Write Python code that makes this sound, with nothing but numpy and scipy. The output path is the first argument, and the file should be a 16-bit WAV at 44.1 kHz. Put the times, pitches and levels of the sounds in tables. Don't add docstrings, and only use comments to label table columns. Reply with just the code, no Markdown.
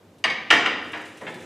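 import sys
import numpy as np
from scipy import signal
from scipy.io import wavfile

SR = 44100
rng = np.random.default_rng(int(sys.argv[2]) if len(sys.argv) > 2 else 0)


def generate_wav(sig):
    pcm = np.round(np.clip(np.atleast_2d(sig).T, -1, 1) * 32767).astype(np.int16)
    wavfile.write(sys.argv[1], SR, pcm)


def field_ratio(decibels):
    return 10 ** (np.asarray(decibels, dtype=float) / 20)


N = 63945
T = np.arange(N) / SR
EDGES = 31 * 2 ** np.arange(0, 9.1, 1 / 3)

# start in seconds, level in dB, tilt in dB per octave, clatter T60 in seconds.
FIRST_LEVER_HITS = [
    (.2400, -17.5, 4.5, 0.039),
    (.2445, -20, -2, 0.19),
    (.3005, -27.5, 2.5, 0.081),
]
SECOND_LEVER_HITS = [
    (.5030, -11.5, 0, 0.042),
    (.5075, -13.5, 0.45, 0.055),
    (.523, -19.5, -2.76, 0.29),
    (.6545, -31, 0.5, 0.073),
    (.6585, -22, -1.5, 0.094),
    (.70, -44, -3.5, 0.54),
]
FRAME_HITS = [
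    (.9325, -33, 1.8, 0.41),
    (0.938, -38.5, 0, 0.14),
    (1.2105, -43, -5.5, 0.33),
    (1.2668, -35.5, 2, 0.1),
    (1.2765, -35, 0.5, 0.12),
    (1.345, -58.5, -11.5, 0.094),
]

# frequency in Hz, level in dB, T60 in seconds.
FIRST_LEVER_RING = [(807, -12, .4), (1200, -10, .66), (1790, -6, .3), (1900, 2, .3), (1933, -8, .58),
                    (2196, -2, .46), (2277, -6, .43), (2832, -11, .44), (3456, -16, .47), (4113, -22, .55),
                    (4689, -21, .34), (4786, -17, .55), (6175, -30, .46), (8538, -28, .25)]
SECOND_LEVER_RING = [(301, -12, 1), (802, -12, .6), (987, -5, .4), (1385, -12, .4), (1707, -10, .5),
                     (1812, -10, .35), (1915, -2, .4), (2060, -10, .3), (2200, -11, .5), (2845, -11, .5),
                     (3135, -11, .6), (3196, -11, .6)]
FRAME_RING = [(802, -8, .66), (1324, -10, .5), (1696, -1, .3), (1840, -10, .6), (2191, -8, .5),
              (2342, -11, .5), (2805, -11, .5), (4797, -15, .9)]

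# frequency in Hz, level in dB, T60 in seconds.
FIRST_LEVER_BITE = [(650, -8, .15), (780, -8, .3), (1096, -4, .08), (1200, -13, .5), (1790, -1, .2),
                    (1905, 0, .2), (2195, -1, .25), (2844, 2, .07), (3450, -8, .07), (4740, -8, .093),
                    (6350, -9, .04), (7700, -18, .03), (8560, -20, .15), (10500, -22, .05)]
SECOND_LEVER_BITE = [(1400, -9, .08), (1860, -6, .3), (2080, -3, .08), (2800, -2, .08), (2930, 3, .09),
                     (3150, -10, .3), (3600, -11, .06), (4100, -12, .06), (5000, -15, .06),
                     (6200, -18, .06), (7400, -20, .06), (8600, -22, .05)]
FRAME_BITE = [(616, -5, .067), (800, -12, .2)]
FIRST_KNOCK_BITE = [(307, 3, .7), (953, -1, .6), (1250, -2, .05), (1600, 1, .07), (1750, -2, .1),
                    (2300, 0, .1), (2800, 4, .1), (3300, -5, .05), (3800, -9, .05)]
SECOND_KNOCK_BITE = [(340, -6, .4), (1000, -4, .08), (1450, -1, .07), (1700, 0, .07), (2120, 2, .15),
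                     (2700, -1, .08), (3200, -5, .05), (3650, -8, .05)]

# frequency in Hz, level in dB, T60 in seconds.
PIN_RING = [(4796, -21.5, .8)]
HANDLE_RING = [(520, -4, .5)]
RAIL_RING = [(3467, -13, 1.1), (166.7, -2, 1.1), (2130, -7.5, 0.31)]

# frequency in Hz, level in dB per Hz.
FIRST_LEVER_CLATTER = [(88, -82), (150, -20), (772, -13), (954, -14), (1110, -12.5), (2140, -4), (2600, -6),
                       (4720, -21.5), (15000, -80)]
SECOND_LEVER_CLATTER = [(59, -47), (100, -38.5), (275, -16), (916, -4.5), (1370, -2), (1580, -16),
                        (1840, -2), (7710, -28), (15500, -97)]
FRAME_CLATTER = [(120, -22.5), (200, -9), (470, -3), (542, 2), (891, 0), (971, 7.5), (1180, -3.5),
                 (1720, 1.5), (6000, -30), (7800, -57), (13200, -120)]

# frequency in Hz, width in Hz, level in dB.
FIRST_LEVER_PLATE = [(790, 70, -3), (1120, 120, 1), (1800, 160, 0), (2220, 150, 0)]
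SECOND_LEVER_PLATE = [(306, 117, -4), (1423, 91, -11), (1937, 460, 0.5), (2760, 820, -1.5)]
FRAME_PLATE = [(533, 31, -12), (1000, 42, -6.5), (1723, 33, -1), (2470, 810, -7)]

# frequency in Hz, width in Hz.
FIRST_LEVER_DIPS = [(1400, 300), (2560, 770)]
SECOND_LEVER_DIPS = [(1600, 200), (2500, 300), (4500, 400)]

# start in seconds, level in dB, T60 in seconds.
CRASH_HITS = [
    (.5035, -36, .05),
    (0.5065, -29.5, 0.24),
]
# frequency in Hz, level in dB per Hz.
CRASH_COLOUR = [(3500, 6), (5000, 3), (8000, -11), (11000, -15.5), (15500, -34)]

# time in seconds, peak level in dB.
ROLLER_TICKS = [(0.1844, -51), (0.8294, -53), (0.8445, -56), (0.8844, -52), (0.9208, -43.5), (0.9744, -49),
                (1.0126, -48), (1.0556, -44), (1.079, -48.5), (1.1732, -45), (1.2136, -49.5), (1.2744, -59),
                (1.2989, -50), (1.3427, -41), (1.4044, -46), (1.4244, -47)]
# time in seconds, level in dB.
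ROLL_LEVEL = [(0, -76), (.75, -78), (.86, -60.5), (1.1, -57), (1.25, -56), (1.45, -56)]
# frequency in Hz, level in dB per Hz.
TICK_COLOUR = [(3000, 6.5), (6500, -6), (9000, -0.5), (12000, -8), (15500, -31)]
HISS_COLOUR = [(1760, -27), (3000, -0.5), (5410, -14), (5840, -4), (8110, -10), (11800, -24.5),
               (15500, -42)]
RUMBLE_COLOUR = [(47, -43), (80, -25), (168, 16), (236, -15), (331, 24.5), (513, 11), (720, -8),
                 (1870, 8.5), (3800, -4), (4940, -63), (8360, -120)]

# frequency in Hz, level in dB per Hz.
AIR_COLOUR = [(15, -52), (25, -15), (64, -24), (77, -7), (99, -12), (152, -4.5), (421, -8), (1200, -22.5),
              (15500, -43.5)]
# frequency in Hz, T60 in seconds.
ROOM_DECAY = [(100, 0.65), (300, 1.72), (1000, 0.77), (3000, 0.82), (6000, 0.66), (12000, 0.051)]
# frequency in Hz, side level in dB.
ROOM_WIDTH = [(60, -33), (250, -50), (700, -26.5), (2400, -19), (4400, -16), (7000, -16), (15000, -48)]

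RISE_S = 0.00079
BITE_SEND_DB = -11.5
ROOM_DB = -1


def steel(hits, clatter, plate, ring, bite, ring_db, plate_db, low_rise_s=0.0023, dips=()):
    def shape(hz):
        slow = np.clip(600 / hz, 1, 6)
        rise = RISE_S + low_rise_s * (slow - 1) / 5
        level = 0
        for s, db, tilt, t60 in hits:
            level = level + field_ratio(db + tilt * np.log2(hz / 2000)) * burst(s, rise, t60 * slow ** 0.68)
        return colour(clatter, hz) * level

    noise = bank(shape)
    for hz, width in dips:
        noise = noise - 0.56 * peak(noise, hz, width)
    noise = noise + sum(field_ratio(plate_db + db) * peak(noise, hz, max(width, 40)) for hz, width, db in plate)
    body = noise + field_ratio(ring_db) * strike(hits, ring)
    return np.array([body, field_ratio(-6) * strike(hits, bite)])


def strike(hits, modes):
    luck_db = rng.normal(0, 2, (len(hits), len(modes)))
    longest_t60_s, contact_hz = 0.72, 6500
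    rings = 0
    for k, (hz, level_db, t60) in enumerate(modes):
        clicks = np.full(N, 1e-18)
        for (s, db, tilt, _), chance in zip(hits, luck_db[:, k]):
            clicks[int(s * SR)] = (-1) ** k * field_ratio(db + level_db + tilt * np.log2(hz / 2000) + chance)
        r = field_ratio(-60 / (min(t60, longest_t60_s) * SR))
        w = 2 * np.pi * hz / SR
        rings = rings + signal.lfilter([0, np.sin(w)], [1, -2 * r * np.cos(w), r * r], clicks)
    return signal.sosfilt(signal.butter(2, contact_hz, fs=SR, output="sos"), rings)


def loose_parts():
    pin = strike(SECOND_LEVER_HITS[3:5] + FRAME_HITS[:1], PIN_RING)
    handle = strike(FIRST_LEVER_HITS[2:], HANDLE_RING)
    rail = strike(FRAME_HITS[3:5], RAIL_RING)
    first_knock = field_ratio(-3) * strike(FRAME_HITS[:2], FIRST_KNOCK_BITE)
    second_knock = field_ratio(-3) * strike(FRAME_HITS[3:5], SECOND_KNOCK_BITE)
    return pin + handle + rail + first_knock + second_knock


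def crash():
    spray = sum(field_ratio(db) * burst(s, RISE_S, t60) for s, db, t60 in CRASH_HITS)
    return bank(lambda hz: colour(CRASH_COLOUR, hz) * spray)


def thump():
    floor = rms_one(peak(rng.standard_normal(N), 99, 53))
    return field_ratio(-38) * floor * burst(0.507, 0.023, 0.54)


def sled():
    speed_db = np.interp(T, *np.transpose(ROLL_LEVEL))
    full_db = ROLL_LEVEL[-1][1]
    tick_db, tick_t60_s = -8.5, 0.082
    ticks = sum(field_ratio(db + tick_db) * burst(s - .002, 0.00064, tick_t60_s) for s, db in ROLLER_TICKS)

    def hiss_and_ticks(hz):
        hiss = colour(HISS_COLOUR, hz) * field_ratio(speed_db + 1.7 * drift(24))
        return hiss + colour(TICK_COLOUR, hz) * ticks

    rumble_db, rumble_swing = 10.5, 22
    rumble_level = field_ratio(full_db + rumble_db + rumble_swing * (speed_db - full_db))
    return bank(hiss_and_ticks) + bank(lambda hz: colour(RUMBLE_COLOUR, hz) * rumble_level)


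def air():
    hum_hz, hum_width_hz = 97.6, 21
    hum = peak(rng.standard_normal(N + SR), hum_hz, hum_width_hz)
    hum = rms_one(peak(hum, hum_hz, hum_width_hz)[SR:])
    roar = bank(lambda hz: colour(AIR_COLOUR, hz))
    return field_ratio(-52.5) * roar + field_ratio(-58) * hum


def gym(x, gain):
    def shape(hz):
        t60 = at_hz(ROOM_DECAY, hz)
        return gain(hz) * burst(0, 0.0051, t60) / np.sqrt(SR * t60 / np.log(1e6))

    return signal.fftconvolve(x, bank(shape))[:N]


def rms_one(x):
    return x / np.sqrt(np.mean(x ** 2) + 1e-20)


def at_hz(points, hz):
    table = np.array(points)
    return np.interp(np.log(hz), np.log(table[:, 0]), table[:, 1])


def drift(rate):
    r = np.exp(-2 * np.pi * rate / SR)
    return rms_one(signal.lfilter([1], [1, -2 * r, r * r], rng.standard_normal(N + SR))[SR:])


def bank(shape):
    out, white = 0, rng.standard_normal((2, N))
    for k, (low, high) in enumerate(zip(EDGES, EDGES[1:])):
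        sos = signal.butter(2, [low, high], "band", fs=SR, output="sos")
        out = out + signal.sosfilt(sos, white[k % 2] * shape(np.sqrt(low * high)) + 1e-18)
    return out


def colour(spectrum, hz):
    def gain(f):
        beyond = np.abs(np.log2(f / np.clip(f, spectrum[0][0], spectrum[-1][0])))
        return field_ratio(at_hz(spectrum, f) - 24 * beyond)

    grid = np.linspace(EDGES[0], EDGES[-1], num=2000)
    return gain(hz) / np.sqrt(np.mean(gain(grid) ** 2) * EDGES[-1] * 2 / SR)


def burst(s, rise, t60):
    age = np.maximum(T - s, 0)
    return (1 - np.exp(-age / rise)) * field_ratio(-60 * age / t60)


def peak(x, hz, width):
    r = np.exp(-np.pi * width / SR)
    top = np.array([1, 0, -1]) * (1 - r * r) / 2
    return signal.lfilter(top, [1, -2 * r * np.cos(2 * np.pi * hz / SR), r * r], x)


def scene():
    first = steel(FIRST_LEVER_HITS, FIRST_LEVER_CLATTER, FIRST_LEVER_PLATE, FIRST_LEVER_RING,
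                  FIRST_LEVER_BITE, ring_db=-15.5, plate_db=5.5, dips=FIRST_LEVER_DIPS)
    second = steel(SECOND_LEVER_HITS, SECOND_LEVER_CLATTER, SECOND_LEVER_PLATE, SECOND_LEVER_RING,
                   SECOND_LEVER_BITE, ring_db=-19, plate_db=4.5, dips=SECOND_LEVER_DIPS)
    frame = steel(FRAME_HITS, FRAME_CLATTER, FRAME_PLATE, FRAME_RING,
                  FRAME_BITE, ring_db=-13, plate_db=4.5, low_rise_s=0.0034)
    body, bite = first + second + frame
    bite = bite + loose_parts()
    body = body + crash()
    direct = body + bite
    to_room = body + field_ratio(BITE_SEND_DB) * bite
    rolling, ventilation = sled(), air()

    mid = direct + thump() + field_ratio(ROOM_DB) * gym(to_room, lambda hz: 1) + rolling + ventilation

    side = field_ratio(-0.5) * gym(to_room, lambda hz: field_ratio(at_hz(ROOM_WIDTH, hz)))
    side = side + field_ratio(-21) * peak(peak(direct, 2400, 4000), 2400, 4000)
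    side = side + field_ratio(-6.5) * peak(ventilation[::-1], 900, 6000)
    late_sled = np.pad(peak(rolling, 2000, 3000), (700, 0))[:N]
    side = side + field_ratio(-19.5) * late_sled

    lean_db = np.array([[.03], [-.03]])
    return mid * field_ratio(lean_db) + side * [[1], [-1]]


def band_limit(x):
    return signal.sosfilt(signal.butter(12, 15610, fs=SR, output="sos"), x)


def record(dry):
    ceiling = .93
    rounded = dry / (1 + (dry / ceiling) ** 6) ** (1 / 6)
    low_cut = signal.butter(2, 81, "high", fs=SR, output="sos")
    top_cut = signal.cheby2(16, 50, 15750, fs=SR, output="sos")
    mix = signal.sosfilt(np.vstack([low_cut, top_cut]), rounded)
    return band_limit(mix)


dry = scene()
out = record(dry)
generate_wav(out)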